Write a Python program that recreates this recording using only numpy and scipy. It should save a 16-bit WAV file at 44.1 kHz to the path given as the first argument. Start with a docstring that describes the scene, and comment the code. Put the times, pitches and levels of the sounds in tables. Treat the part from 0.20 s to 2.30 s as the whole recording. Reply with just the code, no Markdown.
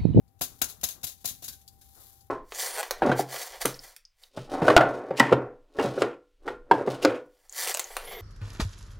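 """Small dried fish are tossed six times in a steel mesh strainer, close to a two-port microphone in a kitchen.
Each toss jolts the strainer into a hollow knock, slams the heap into the mesh as dense clicks that ring
the wires, and lets loose fish patter back in dying showers. The rim rings a steel bowl as the strainer
settles, then a hand stirs the heap with a patchy rustle. An appliance rumbles and hums behind.
Clicks and noise are coloured by spectra, struck steel is damped modes, and early echoes and a room tail follow."""
import sys
import numpy as np
from scipy import signal
from scipy.fft import rfft, irfft
from scipy.io import wavfile
from scipy.ndimage import uniform_filter1d

SR = 44100
rng = np.random.default_rng(int(sys.argv[2]) if len(sys.argv) > 2 else 0)


def digitize_waveform(pressure):
    """Quantize a signal to 16-bit integers and store it at the path in sys.argv[1].

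    Rows of a 2-D input are taken as channels; values are limited to [-1, 1].
    """
    field = np.atleast_2d(pressure).T
    bounded = np.clip(field, -1, 1)
    quanta = np.round(bounded * 32767).astype(np.int16)
    wavfile.write(sys.argv[1], SR, quanta)


N = 92610
T = np.arange(N) / SR  # s
HZ = np.fft.rfftfreq(N, 1 / SR)

# Levels of the events and the rumble are those ahead of the output gain and the port balance.

# appliance rumble, spectrum shape: frequency_hz, density_db_per_hz
RUMBLE_SPECTRUM = [(20, -12), (50, -4), (75, 1), (115, -2), (160, -17), (190, -11), (260, -20), (380, -20),
                   (550, -28), (740, -22), (1100, -32), (2500, -39), (8000, -47), (11000, -40),
                   (15500, -38), (16500, -60)]
RUMBLE_DB = -64.7

# slow swell added to the hum level: time_s, change_db
HUM_SWELL = [(0, -5), (.9, -1), (1.4, .5), (2.1, .5)]
HUM_HZ, HUM_WAVER_HZ = 785.5, 1.5  # mean pitch and rms wander
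HUM_DB, HUM_FLUTTER_DB = -68.3, 1.4  # base level at the left port and rms flutter
HUM_RIGHT_DB = -17  # right port relative to left

# base level of the heap as it shifts and is stirred: time_s, level_db
STIR_LEVEL = [(0, -82), (.18, -80), (.3, -63.5), (.6, -65), (.8, -69), (1.0, -67), (1.2, -63), (1.4, -66),
              (1.46, -72), (1.52, -67), (1.58, -71), (1.66, -62.5), (1.71, -63), (1.81, -55.5),
              (1.87, -56.5), (1.96, -62), (2.03, -66), (2.1, -76)]
# rustle of the heap, spectrum shape: frequency_hz, density_db_per_hz
STIR_SPECTRUM = [(300, -8), (1200, -10), (2700, -15), (3600, -4), (5500, -4), (7400, -2), (8800, -8),
                 (10200, -1), (12500, 2), (15500, -1), (16100, -22)]
STIR_PATCHY_DB = 1.3  # rms unevenness
# a hand rubs on the rim or presses on the heap: peak_s, level_db, rise_s, fall_to_minus_60_db_s
RUBS = [(.29, -62, .04, .5), (.5, -60.5, .04, .5), (.775, -63.5, .03, .3), (1.778, -63, .025, .5)]
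# dull rub of the palm, spectrum shape: frequency_hz, density_db_per_hz
PALM_SPECTRUM = [(100, -6), (210, -2), (330, 0), (550, -4), (800, -3), (1300, -3), (1900, -13), (4000, -34)]

# soft bumps of the hands on the strainer: peak_s, level_db, rise_s, fall_to_minus_60_db_s
BUMPS = [(.02, -63, .02, .5), (.31, -56.5, .02, .45), (.6, -62, .03, .3), (.76, -60, .02, .4),
         (1.11, -54.5, .025, .35), (1.29, -58, .03, .3), (1.53, -64, .02, .6)]
# bass of bumps and jolts, spectrum shape: frequency_hz, density_db_per_hz
BASS_SPECTRUM = [(20, -15), (45, -6), (70, 0), (105, -2), (160, -7), (205, -11), (250, -6), (300, -16),
                 (450, -28), (2000, -70)]

# fingertips tap the wires: peak_s, level_db
TAPS = [(.08, -70), (1.286, -39.5), (1.329, -53), (1.479, -46), (2.008, -59)]
# scratch of a fingertip, spectrum shape: frequency_hz, density_db_per_hz
TAP_SPECTRUM = [(1500, -28), (2500, -19), (3100, -7), (4000, -3), (4650, 7), (5600, -4), (7300, 2),
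                (8700, -8), (10500, -1), (15500, -3), (16100, -24)]
TAP_RISE_S, TAP_T60_S = .0012, .07

# loose fish patter back onto the heap: peak_s, level_db, rise_s, fall_to_minus_60_db_s
PATTERS = [(.194, -61, .003, .05), (.244, -39.5, .012, .19), (.285, -54.5, .01, .38),
           (.389, -56, .003, .03), (.448, -42, .01, .23), (.488, -43.5, .003, .12), (.501, -42, .005, .16),
           (.613, -45.5, .001, .06), (.668, -41, .01, .23), (.6885, -33, .002, .1),
           (.712, -42.5, .012, .19), (.814, -58, .002, .04), (.8695, -35.5, .002, .15),
           (.895, -45, .01, .18), (.921, -49, .004, .12), (.98, -62, .004, .15), (1.015, -58, .008, .1),
           (1.079, -34.3, .008, .18), (1.091, -37.3, .006, .17), (1.145, -56.5, .01, .3),
           (1.228, -44.3, .005, .14), (1.263, -48, .008, .11), (1.281, -38, .0015, .15),
           (1.329, -49.5, .005, .2), (1.414, -59, .002, .11), (1.615, -55, .002, .13)]
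# fish landing on fish, spectrum shape: frequency_hz, density_db_per_hz
FISH_SPECTRUM = [(100, -20), (350, -14), (700, -13), (1200, -15.5), (2200, -12), (3000, -7), (3800, 0),
                 (5000, -3.3), (6800, 1), (7700, -1), (8700, -8), (10200, -1), (12200, 1), (14200, -2),
                 (15500, -2), (16100, -22)]
# modes of the wire mesh: pitch_hz, relative_energy_db, t60_s
MESH_MODES = [(3935, -5, .04), (6280, -8, .02), (6522, -1, .035), (6760, -7, .03), (7047, -4, .025),
              (10650, -7, .012), (11110, -6, .04), (11826, -4, .04), (11995, -4, .035), (13350, -8, .012)]
PATTER_RING_DB = -12  # mesh ring relative to the clicks

# the heap slams into the mesh: peak_s, level_db, rise_s, fall_to_minus_60_db_s, relative_mesh_ring_db
SLAMS = [(.2125, -31, .002, .07, -11), (.2195, -26.5, .003, .1, -11), (.2365, -33, .002, .08, -12),
         (.4175, -17.5, .0005, .018, -9), (.4202, -20.5, .0006, .025, -6), (.4245, -28.5, .003, .115, -7),
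         (.4432, -29.5, .0015, .035, -8), (.6345, -33, .002, .05, -6), (.6400, -24.5, .003, .05, 0),
         (.6470, -32.5, .002, .12, -5), (.834, -36, .002, .09, -8), (.8428, -29.5, .0025, .07, -6),
         (1.046, -40, .002, .15, -9), (1.0572, -26.5, .0025, .06, -6), (1.246, -41.3, .007, .12, -1)]
# crunch of the slammed heap, spectrum shape: frequency_hz, density_db_per_hz
SLAM_SPECTRUM = [(200, -30), (900, -18), (2100, -12), (3000, -8), (3800, -3.5), (5200, -3), (6800, 0),
                 (7700, -1.5), (8700, -9), (10500, -1), (12200, 1), (14200, -3), (15500, -2), (16400, -14)]

# the strainer is jolted: time_s, knock_db, clack_rise_s, bass_db, clack_db
JOLTS = [(.2125, -9.5, .0015, -41.5, -40), (.4175, -14, .002, -41.5, -35), (.6335, -15.5, .003, -43.5, -44),
         (.837, -24, .005, -46.5, -53), (1.047, -18, .003, -47, -52.5), (1.225, -28.5, .003, -57.5, -70)]
# low modes of the loaded strainer: pitch_hz, relative_energy_db, t60_s
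BODY_MODES = [(255, -10, .12), (350, -8, .07), (555, -8, .07), (670, -5, .045), (718, 0, .1),
              (975, -9, .07)]
# clack of the strainer, spectrum shape: frequency_hz, density_db_per_hz
CLACK_SPECTRUM = [(200, -15), (330, -3), (830, -8), (985, 0), (1170, -11), (1400, 1), (1700, -4),
                  (2100, -8), (2700, -4), (4000, -14), (9000, -45)]
CLACK_T60_S, BASS_T60_S, BASS_RISE_S = .135, .115, .006

# the rim touches the bowl: time_s, level_db
TOUCHES = [(.25, -30), (1.24, -37), (1.284, -29.5), (1.329, -42), (1.615, -49)]
# modes of the steel bowl: pitch_hz, relative_energy_db, t60_s
BOWL_MODES = [(1529, 0, .1), (1650, -3, .07), (2080, -9, .15), (3499, -5, .06)]
CHATTER_DB, CHATTER_RISE_S, CHATTER_T60_S = -26, .002, .08  # drive level relative to the touch
BOWL_RIGHT_DB = 5  # extra gain at the right port

# kitchen decay time: frequency_hz, t60_s
ROOM_T60 = [(100, .35), (1000, .3), (5000, .28), (15000, .2)]
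ROOM_DB = -17  # tail relative to the near sound
ECHO_DB, ECHO_SPAN_S = -10, .005  # summed early echoes off the bowl and the counter

# how much louder the left port hears the scene: frequency_hz, lead_db
LEFT_LEAD = [(60, 8.5), (500, 7.5), (800, 10), (2700, 8.5), (4200, 10), (5500, 12), (6500, 17), (7900, 15),
             (8900, 4.5), (10000, 2), (11200, 4), (12300, 7.5), (13500, 11), (15500, 11)]
# left-right likeness of noise at the ports: frequency_hz, likeness_0_to_1
PORT_LIKENESS = [(60, .7), (130, .75), (300, .55), (700, .35), (1400, .05), (4000, 0)]
# phase lag of noise at the right port: frequency_hz, lag_radians
BASS_LAG = [(50, 1.2), (90, 1.0), (200, .6), (700, .5), (2000, 0)]
# the sound shifts towards the right port as the strainer is set down: time_s, right_gain_db
RIGHT_DRIFT = [(1, 0), (1.3, 2), (1.8, .5)]
PORT_LAG_S = .00018  # right port behind left, for single blows
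OUTPUT_GAIN_DB, EDGE_HZ = 4.3, 16150


def amp(db):
    """Turns decibels into gain."""
    return 10 ** (np.asarray(db) / 20)


def unit(x):
    """Scales to rms 1."""
    return x / np.sqrt(np.mean(x ** 2) + 1e-20)


def read(points, hz):
    """Reads a table on a log-frequency axis."""
    f, value = np.transpose(points)
    return np.interp(np.log(hz + 1), np.log(f), value)


def over_time(points):
    """Reads a table along the time axis."""
    return np.interp(T, *np.transpose(points))


def burst(peak, db, rise, t60):
    """Swells quickly up to the peak time, then falls exponentially."""
    swell = np.exp(-(np.minimum(T - peak, 0) / rise) ** 2)
    return amp(db - 60 * np.maximum(T - peak, 0) / t60) * swell


def causal(x, db):
    """Filters by a gain curve in minimum phase, so nothing rings ahead of a click."""
    cepstrum = irfft(np.log(amp(db)), N)
    # fold the cepstrum onto positive time
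    cepstrum[1:N // 2] *= 2
    cepstrum[N // 2:] = 0
    response = irfft(np.exp(rfft(cepstrum)), N)[:4096]
    return signal.oaconvolve(x, response, "full")[:N]


def colour(pair, points):
    """Gives both channels a spectrum, keeping the power of white input."""
    db = read(points, HZ)
    db = db - 10 * np.log10(np.mean(amp(db) ** 2))
    return np.array([causal(x, db) for x in pair])


def noise():
    """White noise at both ports, more alike in the bass, where the right port lags."""
    left, other = rfft(rng.standard_normal((2, N)))
    same = np.clip(read(PORT_LIKENESS, HZ), 0, 1)
    shared = same * left * np.exp(-1j * read(BASS_LAG, HZ))
    right = shared + np.sqrt(1 - same ** 2) * other
    return irfft(np.array([left, right]), N)


def grains(per_s, spread_db, clump_db, size=40):
    """Tiny collisions of uneven strength in clumps, with a random sign at each port and steady local power."""
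    strength = amp(spread_db * np.minimum(rng.exponential(1, N), 3))
    hits = strength * (rng.random(N) < per_s / SR)
    clumps = amp(clump_db * unit(uniform_filter1d(rng.standard_normal(N), size)))
    clicks = hits * clumps * rng.choice([-1., 1.], (2, N))
    local_power = uniform_filter1d((clicks ** 2).mean(0), size=400)
    return clicks / np.sqrt(abs(local_power) + 1e-9)


def ring(pair, modes):
    """Excites a set of damped sine modes, with unit energy in the whole ring."""
    t = T[:SR // 3]
    tone = 0
    for hz, db, t60 in modes:
        mode = amp(-60 * t / t60) * np.sin(2 * np.pi * hz * t)
        tone = tone + amp(db) * unit(mode)
    return signal.oaconvolve(pair, tone[None] / np.linalg.norm(tone))[:, :N]


def blows(rows):
    """One sharp impulse for each time and level; it reaches the right port a little later."""
    force = np.zeros((2, N))
    for s, db, *_ in rows:
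        force[0, round(s * SR)] = amp(db)
        force[1, round((s + PORT_LAG_S) * SR)] = amp(db)
    return force


def kitchen():
    """Low rumble of an appliance: noise with a bass-heavy spectrum."""
    return amp(RUMBLE_DB) * colour(noise(), RUMBLE_SPECTRUM)


def hum():
    """A thin motor tone, slowly wavering in pitch and level, mostly on the left."""
    slow = rfft(rng.standard_normal((2, N))) / (1 + (HZ / 8) ** 2)
    waver, flutter = (unit(v) for v in irfft(slow, N))
    phase = 2 * np.pi * np.cumsum(HUM_HZ + HUM_WAVER_HZ * waver) / SR
    tone = np.sqrt(2) * np.sin(phase)  # rms 1
    level = amp(HUM_DB + over_time(HUM_SWELL) + HUM_FLUTTER_DB * flutter)
    return tone * level * amp([[0], [HUM_RIGHT_DB]])


def stir():
    """Uneven fine rustle of the shifting heap from dense clicks, and the dull noisy rub of the hand."""
    spectrum = rfft(rng.standard_normal(N)) / (1 + (HZ / 45) ** 2)
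    patches = unit(irfft(spectrum * (HZ > 12), N))
    level = amp(over_time(STIR_LEVEL) + STIR_PATCHY_DB * patches)
    rustle = grains(per_s=8000, spread_db=3.4, clump_db=1.2) * level
    rub = noise() * sum(burst(*row) for row in RUBS)
    return colour(rustle, STIR_SPECTRUM) + colour(rub, PALM_SPECTRUM)


def handling():
    """Dull bass-noise bumps as the hands swing and regrip the strainer."""
    return colour(noise() * sum(burst(*row) for row in BUMPS), BASS_SPECTRUM)


def taps():
    """Short bright scratches of fingertips on the mesh, as bursts of clicks."""
    force = sum(burst(s, db, TAP_RISE_S, TAP_T60_S) for s, db in TAPS)
    clicks = grains(per_s=6000, spread_db=3, clump_db=1.5) * force
    return colour(clicks, TAP_SPECTRUM)


def patter():
    """Loose fish land on one another in dying showers of clicks, and the mesh rings beneath."""
    force = np.linalg.norm([burst(*row) for row in PATTERS], axis=0)
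    clicks = grains(per_s=9000, spread_db=3.2, clump_db=1.3) * force
    # the mesh is driven with the ports swapped
    return colour(clicks, FISH_SPECTRUM) + amp(PATTER_RING_DB) * ring(clicks[::-1], MESH_MODES)


def slams():
    """Brittle fish hit the wires in a dense crunch of clicks, and the mesh rings."""
    force = np.array([burst(*row[:4]) for row in SLAMS])
    ring_force = force * amp([row[4] for row in SLAMS])[:, None]
    # separate slams add in power
    crunch = grains(per_s=16000, spread_db=2.3, clump_db=1.4) * np.linalg.norm(force, axis=0)
    wire_hits = grains(per_s=9000, spread_db=2.5, clump_db=1.5) * np.linalg.norm(ring_force, axis=0)
    return colour(crunch, SLAM_SPECTRUM) + ring(wire_hits, MESH_MODES)


def jolts():
    """Each jerk rings the strainer's low modes and adds a noisy clack and a soft bass push."""
    knock = ring(blows(JOLTS), BODY_MODES)
    bass, clack = 0, 0
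    for s, _, rise, bass_db, clack_db in JOLTS:
        bass = bass + burst(s + BASS_RISE_S / 2, bass_db, BASS_RISE_S, BASS_T60_S)
        clack = clack + burst(s, clack_db, rise, CLACK_T60_S)
    return knock + colour(noise() * bass, BASS_SPECTRUM) + colour(noise() * clack, CLACK_SPECTRUM)


def bowl():
    """The rim strikes the steel bowl and chatters on it; the bowl's modes ring, weighted to the right."""
    force = sum(burst(s, db + CHATTER_DB, CHATTER_RISE_S, CHATTER_T60_S) for s, db in TOUCHES)
    chatter = noise() * force
    return ring(blows(TOUCHES) + chatter, BOWL_MODES) * amp([[0], [BOWL_RIGHT_DB]])


def echoes(pair, count=12):
    """Close steel surfaces add a handful of quick reflections to the crackle."""
    response = np.zeros((2, SR // 20))
    for side in response:
        at = 8 + (rng.random(count) * ECHO_SPAN_S * SR).astype(int)
        side[at] = amp(ECHO_DB) * rng.choice([-1., 1.], count) / np.sqrt(count)
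    response[:, 0] = 1  # direct sound
    return signal.oaconvolve(pair, response / np.linalg.norm(response[0]), axes=1)[:, :N]


def room(x):
    """A short diffuse tail of decaying noise, duller as it dies."""
    hz, t, z = signal.stft(rng.standard_normal((2, SR // 2)), SR, nperseg=256)
    decay = amp(-60 * t / read(ROOM_T60, hz)[:, None])
    onset = np.minimum(t / .006, 1)
    tail = signal.istft(z * decay * onset, SR, nperseg=256)[1]
    return signal.fftconvolve(x, tail / np.linalg.norm(tail[0]), axes=1)[:, :N]


def scene():
    """The strainer in its kitchen, heard close through two unequal microphone ports."""
    crackle = echoes(slams() + patter() + taps())
    near = crackle + jolts() + handling() + bowl() + stir()
    left, right = amp(OUTPUT_GAIN_DB) * (near + amp(ROOM_DB) * room(near) + kitchen())
    right = causal(right, -read(LEFT_LEAD, HZ)) * amp(over_time(RIGHT_DRIFT))
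    return np.array([left, right]) + hum()


def record(dry):
    """The recorder's upper band limit, a steep linear-phase low-pass."""
    low_pass = signal.firwin(255, EDGE_HZ, window=("kaiser", 9), fs=SR)
    return signal.oaconvolve(dry, low_pass[None], "same")


dry = scene()
out = record(dry)
digitize_waveform(out)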